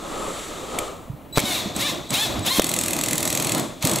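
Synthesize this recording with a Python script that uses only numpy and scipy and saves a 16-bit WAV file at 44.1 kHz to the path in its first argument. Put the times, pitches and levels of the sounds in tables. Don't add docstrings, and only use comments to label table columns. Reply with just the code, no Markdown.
import sys
import numpy as np
from scipy import signal
from scipy.fft import rfft, irfft, next_fast_len
from scipy.io import wavfile
from scipy.ndimage import map_coordinates

SR = 44100
rng = np.random.default_rng(int(sys.argv[2]) if len(sys.argv) > 2 else 0)


def output_pcm(signal):
    pcm = np.clip(np.atleast_2d(signal).T, -1, 1) * 32767
    wavfile.write(sys.argv[1], SR, np.round(pcm).astype(np.int16))


N = 176400

# t/s, rub level/dB, hiss level/dB
SLIDE = [(0, -36.5, -43), (.12, -30.5, -38), (.25, -28, -37.5), (.4, -36.5, -36.5), (.55, -35.5, -39),
         (.68, -35.5, -40), (.77, -28, -38.5), (.86, -31, -39), (.95, -38, -48), (1.05, -46, -55),
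         (1.25, -66.5, -76)]
# f/Hz, level/dB
RUB_SPECTRUM = [(25, 0), (120, -12), (230, 0), (520, 4), (800, -3), (1050, -3), (1290, 2.5), (1500, -19),
                (3000, -18.5), (8000, -59.5)]
HISS_SPECTRUM = [(300, -36), (1400, -1.5), (1900, -1.5), (2700, -4.5), (3700, 0.5), (5100, -9.5),
                 (7500, -2), (9500, -10.5), (12000, -13), (15500, -26)]
BACKGROUND_SPECTRUM = [(20, -7), (48, 2), (69, 4.5), (120, -5.5), (190, 1), (359, -6.5), (997, -16.5),
                       (1600, -27), (5280, -35), (15500, -25.5)]
# f/Hz at t = 0, level/dB
SQUEALS = [(7200, -42.5), (9750, -50)]
# t/s, level/dB
BIT_CLICKS = [(0.787, -19), (1.392, -20), (1.4, -22)]
# f/Hz, level/dB, T60/s
BIT_MODES = [(2260, 4.5, 0.021), (3210, -1, 0.024), (7570, 0.5, 0.02)]
# f/Hz, level/dB
CONTACT_SPECTRUM = [(40, -28), (120, -11), (1000, -12.5), (1500, -15), (2100, -2), (3000, -3), (4300, 0),
                    (5000, -6), (6300, 0.5), (7600, 3), (9500, 0.5), (13000, -1.5), (15500, -10.5)]
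# f/Hz, T60/s
ROOM_DECAY = [(200, 1), (2000, 0.41), (8000, 0.5), (15000, 0.31)]
# t/s, level/dB, f/Hz, T60/s
BUMPS = [(1.098, -14.5, 131, 0.061), (1.134, -23, 134, .08), (1.437, -8.5, 223, 0.034),
         (1.658, -12.5, 200, 0.041), (1.764, -15, 200, 0.058), (2.106, -22, 198, .06),
         (2.291, -28.5, 69.5, 0.15), (2.346, -26.5, 63.4, 0.22), (2.385, -21, 99, 0.2),
         (2.585, 0, 242, 0.02), (3.843, -4, 161, 0.033)]
# t/s, level/dB
DRUMMING = [(1.34, -46), (1.39, -26), (1.43, -32.5), (1.53, -31.5), (1.6, -33.5), (1.72, -33), (1.79, -30),
            (1.86, -35), (1.93, -30), (2.02, -35.5), (2.09, -41.5), (2.125, -26), (2.18, -37),
            (2.25, -32.5), (2.36, -25), (2.44, -32), (2.48, -26.5), (2.52, -41), (2.62, -31), (3, -30),
            (3.48, -28), (3.59, -23.5), (3.67, -31), (3.8, -44), (3.82, -41), (3.85, -25), (4, -26.5)]
# t/s, duration/s, level/dB, second harmonic/dB
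WHISTLES = [(1.323, 0.076, -33.5, -6), (1.749, .028, -37, -3), (2.09, 0.031, -39, 4),
            (2.427, 0.019, -40, 5)]
# t/s, f/Hz
MOTOR_PITCH = [(1.37, 350), (1.44, 728), (1.462, 758), (1.485, 742), (1.52, 724), (1.54, 700), (1.565, 590),
               (1.59, 490), (1.78, 300), (1.81, 465), (1.83, 562), (1.86, 597), (1.885, 572), (1.92, 430),
               (2.11, 350), (2.15, 640), (2.187, 812), (2.23, 884), (2.247, 875), (2.27, 720), (2.44, 400),
               (2.48, 830), (2.497, 950), (2.515, 1030), (2.53, 1066), (2.56, 1082), (2.595, 1058)]
# t/s, level/dB
EFFORT = [(1.32, -62), (1.345, -48), (1.365, -22), (1.398, -31.5), (1.424, -28.5), (1.52, -23.5),
          (1.59, -26), (1.65, -31), (1.735, -38.5), (1.775, -29.5), (1.81, -21.5), (1.85, -28), (1.9, -25),
          (1.934, -30), (2.026, -40.5), (2.095, -41.5), (2.14, -19), (2.164, -23), (2.252, -25), (2.3, -29),
          (2.44, -37.5), (2.465, -18.5), (2.485, -23.5), (2.518, -24.5), (2.585, -19.5), (2.605, -36.5),
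          (3.55, -32), (3.6, -31), (3.668, -41.5), (3.8, -48), (3.818, -34), (3.828, -24), (3.86, -25.5),
          (4, -41)]
# start t/s, end t/s, whine level/dB
PULLS = [(1.44, 1.62, -31.5), (1.79, 1.92, -28), (2.13, 2.28, -28.5), (2.455, 2.597, -28)]
# f/Hz, level/dB
WALL_SPECTRUM = [(25, -35), (60, -20), (110, 0), (200, 0), (320, 3), (430, -7), (620, -1), (800, -8.5),
                 (1200, -8.5), (1500, -17.5), (3000, -20), (8000, -50)]
HOUSING_RESPONSE = [(600, -6), (850, -8.5), (1050, -3.5), (1450, -14), (1750, -8), (2400, -7.5), (3000, -6),
                    (3500, 0), (3850, 2.5), (4300, -4.5), (4800, -11), (5300, -9), (6000, -13), (7400, -10),
                    (10000, -14), (15000, -21)]
GEAR_SPECTRUM = [(100, -48), (700, 2), (1500, -6.5), (2400, -0.5), (2900, -4.5), (3500, -0.5), (4100, 2),
                 (4900, -6.5), (6200, -4.5), (7700, -5), (10000, -17.5), (12500, -12), (15500, -39)]
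FAN_SPECTRUM = [(3000, -22), (7000, -4), (12500, -0.5), (15500, -8)]
TICK_SPECTRUM = [(2000, -11), (6000, -7), (8500, 2), (15000, -20)]
# f/Hz, bandwidth/Hz, level/dB
METAL_RESONANCES = [(3415, 340, 1.5), (3820, 180, -2)]
# t/s, level/dB
JOLTS = [(1.3744, -0.5), (1.3812, -1), (2.596, 2.5)]
# f/Hz, level/dB
CRACK_SPECTRUM = [(200, 7.5), (900, -2.0), (1500, -3.5), (3000, -7.5), (8000, -7.5), (15000, -14)]
# t/s, level/dB
TICKS = [(1.763, -22.5), (2.105, -21.5), (2.392, -32)]
# t/s, level/dB
BLOWS = [(2.619, -10.5), (2.6425, -9.5), (2.666, -13), (2.6908, -9.5), (2.7145, -13.5), (2.7382, -9.5),
         (2.7631, -12), (2.7877, -10), (2.8112, -12), (2.8355, -11), (2.8594, -13), (2.882, -10),
         (2.907, -13), (2.932, -9.5), (2.9647, -15), (2.9879, -12.5), (3.0111, -12.5), (3.036, -9.5),
         (3.0599, -13.5), (3.0842, -10.5), (3.1094, -11.5), (3.1308, -9), (3.1547, -16), (3.1792, -9),
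         (3.2041, -15), (3.2278, -11), (3.2525, -10.5), (3.2757, -10.5), (3.3014, -11), (3.3262, -11),
         (3.3498, -10), (3.373, -10), (3.3987, -11), (3.4228, -11), (3.446, -11.5), (3.4695, -11),
         (3.4932, -12), (3.5194, -10), (3.5473, -11), (3.5797, -15.5), (3.5961, -15), (3.8244, -15.5),
         (3.8501, -6.5), (3.8715, -9), (3.8945, -12), (3.9133, -10.5), (3.934, -12), (3.958, -10),
         (3.985, -14)]
# f/Hz, level/dB, T60/s
ANVIL_MODES = [(2047, -3.5, 0.025), (2540, -6, 0.018), (4420, -3, 0.016), (7740, 0, 0.019)]
# f/Hz, correlation (capped at 1 in use)
COHERENCE = [(60, 0.8), (250, 0.81), (1000, 0.65), (2000, 0.76), (2900, 0.9), (6500, 1.64), (8000, 0.88),
             (13000, 0.26)]
# f/Hz, left-minus-right level/dB
IMBALANCE = [(60, -2), (120, -5), (240, -2.0), (480, -0.5), (950, 3.5), (1890, 2), (3770, 1.5),
             (7520, -0.5), (15000, -2.0)]


def amp(db):
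    return 10 ** (np.asarray(db) / 20)


def unit(x):
    return x / np.sqrt(np.mean(x ** 2) + 1e-20)


def along(points, hz):
    f, values = np.transpose(points)
    return np.interp(np.log(hz + 1), np.log(f + 1), values)


def curves(rows):
    times, *columns = np.transpose(rows)
    return [np.interp(np.arange(N) / SR, times, column) for column in columns]


def wobble(rate):
    at = np.arange(int(N * rate / SR + 2) * 8) / 8
    knots = rng.standard_normal(int(at[-1]) + 2)
    return np.interp(np.arange(N) * rate / SR, at, map_coordinates(knots, [at]))


def filtered(x, response):
    size = next_fast_len(N + SR // 2)
    return irfft(rfft(x, size) * response(np.fft.rfftfreq(size, 1 / SR)), size)[..., :N]


def spread(pair):
    angle = lambda hz: np.arccos(np.clip(along(COHERENCE, hz), -1, 1)) / 2
    mid, side = filtered(pair, lambda hz: np.array([np.cos(angle(hz)), np.sin(angle(hz))]))
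    return np.array([mid + side, mid - side])


def noise(spectrum):
    white = rng.standard_normal((2, N))
    return unit(spread(filtered(white, lambda hz: amp(along(spectrum, hz)))))


def add(track, start, sound):
    part = track[round(start * SR):][:len(sound)]
    part += sound[:len(part)]


def bursts(rows, attack_s, hold_s, t60_s):
    track, t = np.zeros(N), np.arange(SR // 10) / SR
    shape = np.minimum(t / attack_s, 1) * amp(-60 * np.maximum(t - hold_s, 0) / t60_s)
    for start, db in rows:
        add(track, start, amp(db) * shape)
    return track


def struck(rows, modes):
    track, t = np.zeros(N), np.arange(SR // 10) / SR
    for start, db in rows:
        for hz, mode_db, t60 in modes:
            decay = amp(db + mode_db + rng.normal(0, 3.2) - 60 * t / t60)
            detuned_hz = hz * (1 + rng.normal(0, .012))
            add(track, start, decay * np.sin(2 * np.pi * detuned_hz * t))
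    return track


def clothes():
    rub_db, hiss_db = curves(SLIDE)
    rub = amp(rub_db + 1.1 * wobble(45.2)) * noise(RUB_SPECTRUM)
    hiss = amp(hiss_db + .49 * wobble(200)) * noise(HISS_SPECTRUM)
    return rub + hiss


def background():
    return amp(-45) * noise(BACKGROUND_SPECTRUM)


def squeal(rise_per_s=.2, jitter=.024):
    t, gate, tones = np.arange(N) / SR, np.zeros(N), np.zeros(N)
    add(gate, start=.11, sound=signal.windows.tukey(int(.43 * SR), .5))
    for hz, db in SQUEALS:
        gain = amp(db + 2 * wobble(60.7))
        pitch = hz * (1 + rise_per_s * t + jitter * wobble(500))
        tones += gain * np.sin(2 * np.pi * np.cumsum(pitch) / SR)
    return gate * tones


def bit():
    rattle = bursts(BIT_CLICKS, attack_s=.0014, hold_s=.002, t60_s=.025) * noise(CONTACT_SPECTRUM)
    return rattle + amp(-2.5) * struck(BIT_CLICKS, BIT_MODES)


def reverberation(x):
    hz, t, spectra = signal.stft(rng.standard_normal((2, SR // 2)), SR, nperseg=256)
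    decay = amp(-60 * t / along(ROOM_DECAY, hz)[:, None])
    _, tail = signal.istft(spectra * decay, SR, nperseg=256)
    tail /= np.linalg.norm(tail[0])
    return spread(signal.fftconvolve(x.mean(axis=0)[None], tail, axes=1)[:, :N])


def wall(attack_s=.0031):
    thuds, t = np.zeros(N), np.arange(SR // 3) / SR
    onset = 1 - np.exp(-t / attack_s)
    for start, db, hz, t60 in BUMPS:
        add(thuds, start, amp(db - 60 * t / t60) * onset * np.sin(2 * np.pi * hz * t))
    drum_db, = curves(DRUMMING)
    return thuds + amp(drum_db + 1.4 * wobble(60)) * noise(WALL_SPECTRUM)


def controller(switching_hz=3950):
    track = np.zeros(N)
    for start, duration, db, second_db in WHISTLES:
        phase = 2 * np.pi * switching_hz * np.arange(int(duration * SR)) / SR
        tone = np.sin(phase) + amp(second_db) * np.sin(2 * phase) + amp(-10) * np.sin(3 * phase)
        add(track, start, amp(db) * signal.windows.tukey(len(phase), .2) * tone)
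    return track


def motor(jitter=.00435, fade_s=.017):
    t = np.arange(N) / SR
    pitch, = curves(MOTOR_PITCH)
    effort_db, = curves(EFFORT)
    phase = 2 * np.pi * np.cumsum(pitch * (1 + jitter * wobble(150))) / SR
    whine_gain, free_running = np.zeros(N), np.zeros(N)
    for start, end, db in PULLS:
        gate = np.clip(np.minimum(t - start, end - t) / fade_s, 0, 1)
        whine_gain += amp(db) * gate
        free_running += gate
    tone = whine_gain * whine(pitch, phase)
    rattle = gears(effort_db, phase)
    air = amp(4 * free_running) * fan(effort_db)
    return tone + amp(-2 * free_running) * rattle + ringing(rattle) + air


def gears(effort_db, phase, depth=.51):
    gain = amp(effort_db - 4.5 + .9 * wobble(300))
    return gain * noise(GEAR_SPECTRUM) * (1 + depth * np.cos(phase))


def fan(effort_db, full_db=-21, exponent=1.44):
    return amp(full_db - 10 + exponent * (effort_db - full_db)) * noise(FAN_SPECTRUM)


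def ringing(rattle, t60_s=.87):
    t = np.arange(N) / SR
    bands = lambda f: sum(amp(db) / (1 + ((f - hz) / width * 2) ** 2)
                          for hz, width, db in METAL_RESONANCES)
    tail = filtered(rng.standard_normal(N), bands) * amp(-60 * t / t60_s)
    return amp(-16) * signal.fftconvolve(rattle.mean(axis=0), tail / np.linalg.norm(tail))[:N]


def whine(pitch, phase, mesh_order=4, full_pitch_hz=720, full_load_hz_per_s=4000):
    load = np.clip(np.gradient(pitch) * SR / full_load_hz_per_s, 0, 1)
    harmonics = [(order, 3 + 5 * load if order == mesh_order else 0) for order in range(1, 17)]
    half_orders = [(order + .5, -9) for order in range(8)]
    tone = np.zeros(N)
    for order, db in harmonics + half_orders:
        gain = amp(db + along(HOUSING_RESPONSE, order * pitch) + 3 * wobble(70))
        blur_rad = .6 * wobble(160)
        tone += gain * np.sin(order * phase + blur_rad + rng.uniform(0, 2 * np.pi))
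    return np.minimum(pitch / full_pitch_hz, 1) * tone


def jolts(push_s=.00029):
    pulses, scaled_t = np.zeros(N), np.arange(SR // 50) / SR / push_s
    push_and_rebound = 3.23 * scaled_t * (1 - scaled_t / 2) * np.exp(-scaled_t)
    for start, db in JOLTS:
        add(pulses, start, amp(db) * push_and_rebound)
    crack = bursts(JOLTS, attack_s=.00022, hold_s=.00055, t60_s=.016) * noise(CRACK_SPECTRUM)
    return pulses + amp(-9) * crack


def trigger():
    return bursts(TICKS, attack_s=.00071, hold_s=.002, t60_s=.025) * noise(TICK_SPECTRUM)


def hammer():
    snap = amp(-12) * bursts(BLOWS, attack_s=.00031, hold_s=.00031, t60_s=.0026)
    chatter = amp(-8) * bursts(BLOWS, attack_s=.0013, hold_s=.0027, t60_s=.016)
    return (snap + chatter) * noise(CONTACT_SPECTRUM) + amp(-16) * struck(BLOWS, ANVIL_MODES)


def scene():
    drive = motor() + controller()
    blows = hammer()
    clicks = bit() + trigger()
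    echo = reverberation(amp(-4) * blows + amp(-12) * clicks + amp(-12.5) * drive)
    return drive + blows + clicks + echo + jolts() + wall() + clothes() + squeal() + background()


def record(dry, ceiling=.95, cutoff_hz=15700):
    x = filtered(dry, lambda hz: amp(along(IMBALANCE, hz) * np.array([[.5], [-.5]])))
    x = x / (1 + (x / ceiling) ** 6) ** (1 / 6)
    return filtered(x, lambda hz: hz < cutoff_hz)


dry = scene()
out = record(dry)
output_pcm(out)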